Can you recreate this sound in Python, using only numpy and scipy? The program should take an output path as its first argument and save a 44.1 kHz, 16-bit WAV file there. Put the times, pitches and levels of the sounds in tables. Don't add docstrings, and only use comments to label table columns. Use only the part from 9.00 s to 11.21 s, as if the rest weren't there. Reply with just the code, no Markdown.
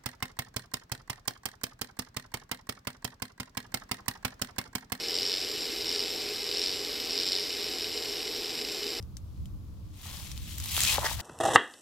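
import sys
import numpy as np
from scipy.fft import rfft, irfft, next_fast_len
from scipy.io import wavfile
from scipy.ndimage import map_coordinates

SR = 44100
rng = np.random.default_rng(int(sys.argv[2]) if len(sys.argv) > 2 else 0)


def to_wav(sig):
    pcm = np.clip(np.atleast_2d(sig), -1, 1) * 32767
    pcm = np.round(pcm).astype(np.int16)
    wavfile.write(sys.argv[1], SR, pcm.T)


N = 97549
TIME_S = np.arange(N) / SR
PORT_LEAD_S, PORT_SCATTER_S = .00002, .000035


def amp(db):
    return 10 ** (np.asarray(db) / 20)


def unit(x):
    return x / np.sqrt(np.mean(x ** 2) + 1e-20)


def along(points, hz):
    f, v = np.transpose(points)
    return np.interp(np.log(hz + 1), np.log(f + 1), v)


def curve(rows):
    return np.interp(TIME_S, *np.transpose(rows))


def stroke(rows):
    inside_s = np.minimum(TIME_S - rows[0][0], rows[-1][0] - TIME_S)
    return amp(curve(rows)) * np.clip(1 + inside_s / .04, 0, 1)


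def swell(s, width_s):
    return np.exp(-.5 * ((TIME_S - s) / width_s) ** 2)


def wobble(rate):
    return map_coordinates(rng.standard_normal(4096), [TIME_S * rate], mode="wrap")


def pan(lr_db):
    return amp(np.array([[.5], [-.5]]) * lr_db)


def filtered(x, response):
    n = x.shape[-1]
    m = next_fast_len(n + 4096)
    return irfft(rfft(x, m) * response(np.fft.rfftfreq(m, 1 / SR)), m)[..., :n]


def coloured(x, points):
    def response(hz):
        cepstrum = irfft(np.log(amp(along(points, hz))))
        half = len(cepstrum) // 2
        cepstrum[1:half] *= 2
        cepstrum[half + 1:] = 0
        return np.exp(rfft(cepstrum))
    return filtered(x, response)


def add(out, s, sound):
    part = out[:, max(0, round(s * SR)):][:, :sound.shape[-1]]
    part += sound[:, :part.shape[1]]


def grains(rate, spread_db, life_s, top_hz, colour, size=96):
    count = int(rate * N / SR)
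    when, pitch, phase = rng.random((count, 3)).T[..., None]
    loud, lead, side = np.clip(rng.standard_normal((count, 3)), -2.6, 2.6).T[..., None]
    at = (when * N).astype(int) + np.arange(size)
    lead_s = PORT_LEAD_S + PORT_SCATTER_S * lead
    ports = []
    for sign in (.5, -.5):
        t = np.maximum((np.arange(size) - 4) / SR + sign * lead_s, 0)
        tone = np.sin(2 * np.pi * (pitch * top_hz * t + phase))
        envelope = np.exp(-t / life_s) * np.minimum(t * SR / 2, 1)
        gain = amp(spread_db * loud + sign * 8.3 * side)
        ports.append(np.bincount(at.ravel(), (tone * envelope * gain).ravel(), N + size)[:N])
    return unit(coloured(np.array(ports), colour))


def rush(spectrum, alike):
    def mid_side(hz):
        turn = np.arccos(np.clip(along(alike, hz), -1, 1)) / 2
        return amp(along(spectrum, hz)) * [np.cos(turn), np.sin(turn)]
    mid, side = filtered(rng.standard_normal((2, N)), mid_side)
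    return unit(np.array([mid + side, mid - side]))


# time in seconds, level in dB.
GRIT_LEVEL = [(.95, -63), (1.06, -47.5), (1.26, -48), (1.34, -54), (1.44, -52), (1.52, -47), (1.56, -50.5),
              (1.7, -41), (1.77, -34), (1.84, -32.5), (1.91, -28), (1.955, -32), (1.985, -41),
              (2.035, -41.5), (2.065, -36), (2.09, -41), (2.13, -39), (2.165, -49), (2.21, -44.5)]
# frequency in Hz, relative gain in dB.
GRIT_TONE = [(500, -34), (1100, -9.5), (1500, -11), (2000, -4.5), (3200, 1), (4200, -0.5), (4900, -3.5),
             (8000, -1.5), (10000, -6.5), (13000, -11.5), (15500, -12)]
# time in seconds, gain in dB.
TREBLE_GAIN = [(1.4, 4), (1.77, 6), (1.89, 0), (2.05, 5.5)]
SHEEN_HZ = 10200


def grit():
    contacts = grains(rate=7000, spread_db=0, life_s=0.00012, top_hz=16800, colour=GRIT_TONE)
    crumbs = amp(1.1 * wobble(230)) * contacts
    treble = filtered(crumbs, lambda hz: 1 - 1 / (1 + (hz / SHEEN_HZ) ** 10))
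    return stroke(GRIT_LEVEL) * (crumbs + (amp(curve(TREBLE_GAIN)) - 1) * treble)


# time in seconds, level in dB.
CRACKLE_LEVEL = [(1.2, -65.5), (1.55, -64.5), (1.72, -45), (1.85, -34.5), (1.97, -46)]


def crackle():
    fragments = grains(rate=330, spread_db=3.5, life_s=0.00034, top_hz=12600, colour=GRIT_TONE)
    return stroke(CRACKLE_LEVEL) * fragments


# peak time in seconds, level in dB, resonance in Hz,
# bell width (standard deviation) in seconds.
SLIPS = [(1.799, -42.5, 3255, 0.029), (1.89, -32, 2520, 0.014), (1.955, -50, 3050, 0.01)]
RASP_WIDTH_HZ = 160


def rasp():
    contacts = grains(rate=4100, spread_db=-1.5, life_s=0.00041, top_hz=5120, colour=GRIT_TONE)
    out = np.zeros((2, N))
    for s, db, hz, width_s in SLIPS:
        def resonance(f):
            damping = 1j * f * RASP_WIDTH_HZ
            return damping / (hz ** 2 - f * f + damping)
        out += amp(db) * swell(s, width_s) * unit(filtered(contacts, resonance))
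    return out


# start in seconds, peak in dB, ring in Hz.
SHELL_SNAPS = [(0.0267, -36.5, 5430), (.169, -29.5, 5770), (.1715, -39, 6360), (0.4559, -47, 3170),
               (0.4575, -39, 3120), (1.11, -35.5, 4560), (1.17, -30.5, 4740), (1.1885, -34, 3600),
               (1.199, -34, 4470), (1.3165, -26.5, 5900), (1.321, -35, 7800), (1.3773, -32, 3680),
               (1.583, -24, 13500), (1.601, -25.5, 6950), (1.6397, -24, 10200), (1.659, -23, 13700),
               (1.689, -31, 3770), (1.744, -24, 3600), (1.7662, -13, 3300), (1.767, -23, 3360),
               (1.7787, -14, 1300), (1.792, -19, 4000), (1.8048, -12.5, 1950), (1.8056, -7.5, 8500),
               (1.8159, -12.5, 7100), (1.8202, -13, 6600), (1.8324, -17, 3900), (1.8363, -9.5, 7650),
               (1.85, -15.5, 5280), (1.8512, -22, 3130), (1.8666, -17, 4000), (1.917, -16.5, 7860),
               (1.9967, -24, 12500)]
# frequency in Hz, gain in dB.
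CRACK_TONE = [(300, -12.5), (1700, -0.5), (8500, 8), (15000, -6.5)]
CRACK_T60_S, RING_T60_S, CRUMBS_T60_S = 0.002, 0.0053, 0.058
RING_DB, CRUMBS_DB = 3.5, -15


def snaps():
    out, t = np.zeros((2, N)), np.arange(SR // 20) / SR
    port_t = t + np.array([[PORT_LEAD_S], [0]])
    decay = amp(-60 * t / CRACK_T60_S) + amp(CRUMBS_DB - 60 * t / CRUMBS_T60_S)
    for s, db, hz in SHELL_SNAPS:
        noise = rng.standard_normal((3, len(t)))
        crack = (0.43 * noise[0] + 0.93 * noise[1:]) * decay
        ring = np.sin(2 * np.pi * hz * port_t) * amp(RING_DB - 60 * t / RING_T60_S)
        snap = coloured(crack, CRACK_TONE) + ring
        add(out, s, amp(db) * snap / np.abs(snap).max())
    return out


# time in seconds, level in dB.
GRIND_LEVEL = [(.97, -73), (1.06, -54), (1.19, -57), (1.35, -67.5), (1.55, -64.5), (1.71, -56.5),
               (1.78, -48), (1.87, -47), (1.95, -38), (2.01, -45.5), (2.04, -37), (2.09, -56),
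               (2.125, -42.5), (2.175, -56), (2.2, -47.5)]
# frequency in Hz, relative gain in dB.
GRIND_TONE = [(200, -5.5), (400, -9.5), (650, -2.5), (1050, 0.5), (1450, -7), (1950, -5.5), (2600, -20),
              (5000, -28)]


def grinding():
    rub = grains(rate=2400, spread_db=3.0, life_s=0.00058, top_hz=3750, colour=GRIND_TONE)
    return stroke(GRIND_LEVEL) * rub


# time in seconds, level in dB.
DRAG_LEVEL = [(2.02, -80), (2.045, -34.5), (2.057, -27), (2.066, -28.5), (2.075, -38), (2.095, -40.5),
              (2.13, -52), (2.16, -75), (2.2, -42)]
# frequency in Hz, relative gain in dB.
DRAG_TONE = [(250, -22), (550, -1.5), (950, 5), (1350, -4.5), (1850, 5.5), (2250, -6), (4300, -6),
             (6500, -9), (9000, -27), (15000, -40)]


def scrape():
    drag = grains(rate=6000, spread_db=2.5, life_s=0.0004, top_hz=14600, colour=DRAG_TONE)
    return stroke(DRAG_LEVEL) * drag


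# start in seconds, peak in dB before panning, pitch ratio.
BUMPS = [(1.777, -37, 0.86), (1.9302, -33, 0.875), (1.9824, -15, 0.983), (1.9865, -31, 0.77),
         (2.031, -26, 1.2), (2.0444, -25, 0.74), (2.1128, -28, 1.1)]
# frequency in Hz at ratio 1, relative level in dB, t60 in seconds.
ROCK_MODES = [(596, 2.5, 0.045), (814, 15.5, 0.015), (957, -4, 0.021)]
KNOCK_ATTACK_S, KNOCK_PAN_DB = 0.00052, 5


def knocks():
    out, t = np.zeros((2, N)), np.arange(SR // 16) / SR
    attack = (1 - np.exp(-t / KNOCK_ATTACK_S)) ** 2
    for s, db, ratio in BUMPS:
        ring = np.zeros(len(t))
        for hz, level, t60 in ROCK_MODES:
            decay = amp(level + rng.normal() - 60 * t / t60)
            ring += decay * np.sin(2 * np.pi * hz * ratio * t)
        ring *= attack
        add(out, s, amp(db) * pan(KNOCK_PAN_DB) * ring / np.abs(ring).max())
    return out


# time in seconds, level in dB before a random waver.
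LOW_LEVEL = [(0, -40), (.7, -39), (1.0, -44.5), (1.25, -39.5), (2.15, -38.5)]
# frequency in Hz, relative density in dB per Hz.
LOW_SPECTRUM = [(20, -14), (40, -9), (65, 1), (100, -3), (140, -12.5), (190, -13), (250, -23), (300, -20),
                (400, -38), (700, -61)]
# frequency in Hz, left-right likeness (1 is identical).
LOW_LIKENESS = [(30, 0.056), (70, 0.27), (130, 1), (300, 0.67)]


def rumble():
    return amp(curve(LOW_LEVEL) + wobble(11.96)) * rush(LOW_SPECTRUM, LOW_LIKENESS)


# peak time in seconds, peak level in dB.
DEEP_SWELLS = [(0.401, -33.5), (.54, -36), (1.61, -29.5), (1.74, -32.5), (1.935, -33), (2.154, -29.5)]
SWELL_HZ, SWELL_WIDTH_S = 63.93, 0.018


def deep_swells():
    wander = wobble(30) + np.array([wobble(22), wobble(37)])
    tone = np.sin(2 * np.pi * SWELL_HZ * TIME_S + wander)
    return sum(amp(db) * swell(s, SWELL_WIDTH_S) for s, db in DEEP_SWELLS) * tone


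# time in seconds, level in dB.
FIZZ_LEVEL = [(0, -72), (.11, -88), (.38, -71), (.55, -82), (.95, -69)]


def faint_fizz():
    fizz = grains(rate=7800, spread_db=5, life_s=0.0006, top_hz=12200, colour=GRIT_TONE)
    return amp(curve(FIZZ_LEVEL)) * fizz


# frequency in Hz, relative density in dB per Hz.
AIR_SPECTRUM = [(200, -7), (500, 0), (800, -8), (1150, -6), (1800, -21), (4500, -19), (9000, -25),
                (15500, -28)]
# frequency in Hz, left-right likeness (1 is identical).
AIR_LIKENESS = [(400, 0.77), (1500, 0.05)]
AIR_DB = -64


def air():
    return amp(AIR_DB) * rush(AIR_SPECTRUM, AIR_LIKENESS)


# time in seconds, left-right difference in dB (positive left).
LEAN = [(1.6, 1), (1.8, -2), (1.87, -1), (1.94, 2), (2.12, 3)]


def scene():
    shell_gravel = pan(curve(LEAN)) * (grit() + crackle() + rasp() + snaps())
    rock = grinding() + scrape() + knocks()
    background = rumble() + deep_swells() + faint_fizz() + air()
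    return shell_gravel + rock + background


# frequency in Hz, gain in dB.
LEFT_TONE = [(600, -1.5), (1200, 0.5), (2500, 3.5), (5300, 5.5), (6200, 3), (8100, 1.5), (11500, 4.5),
             (13500, 2.5), (15500, 5)]
# frequency in Hz, gain in dB.
RIGHT_TONE = [(600, -1.5), (1200, 1.5), (2500, 0), (4500, -1), (7300, 1.5), (8050, -2), (9000, -3.5),
              (12000, 3), (14400, 6), (15500, -1)]
TOP_HZ = 15950


def record(dry):
    ports = np.array([coloured(dry[0], LEFT_TONE), coloured(dry[1], RIGHT_TONE)])
    return filtered(ports, lambda hz: 1 / (1 + (hz / TOP_HZ) ** 200))


dry = scene()
out = record(dry)
to_wav(out)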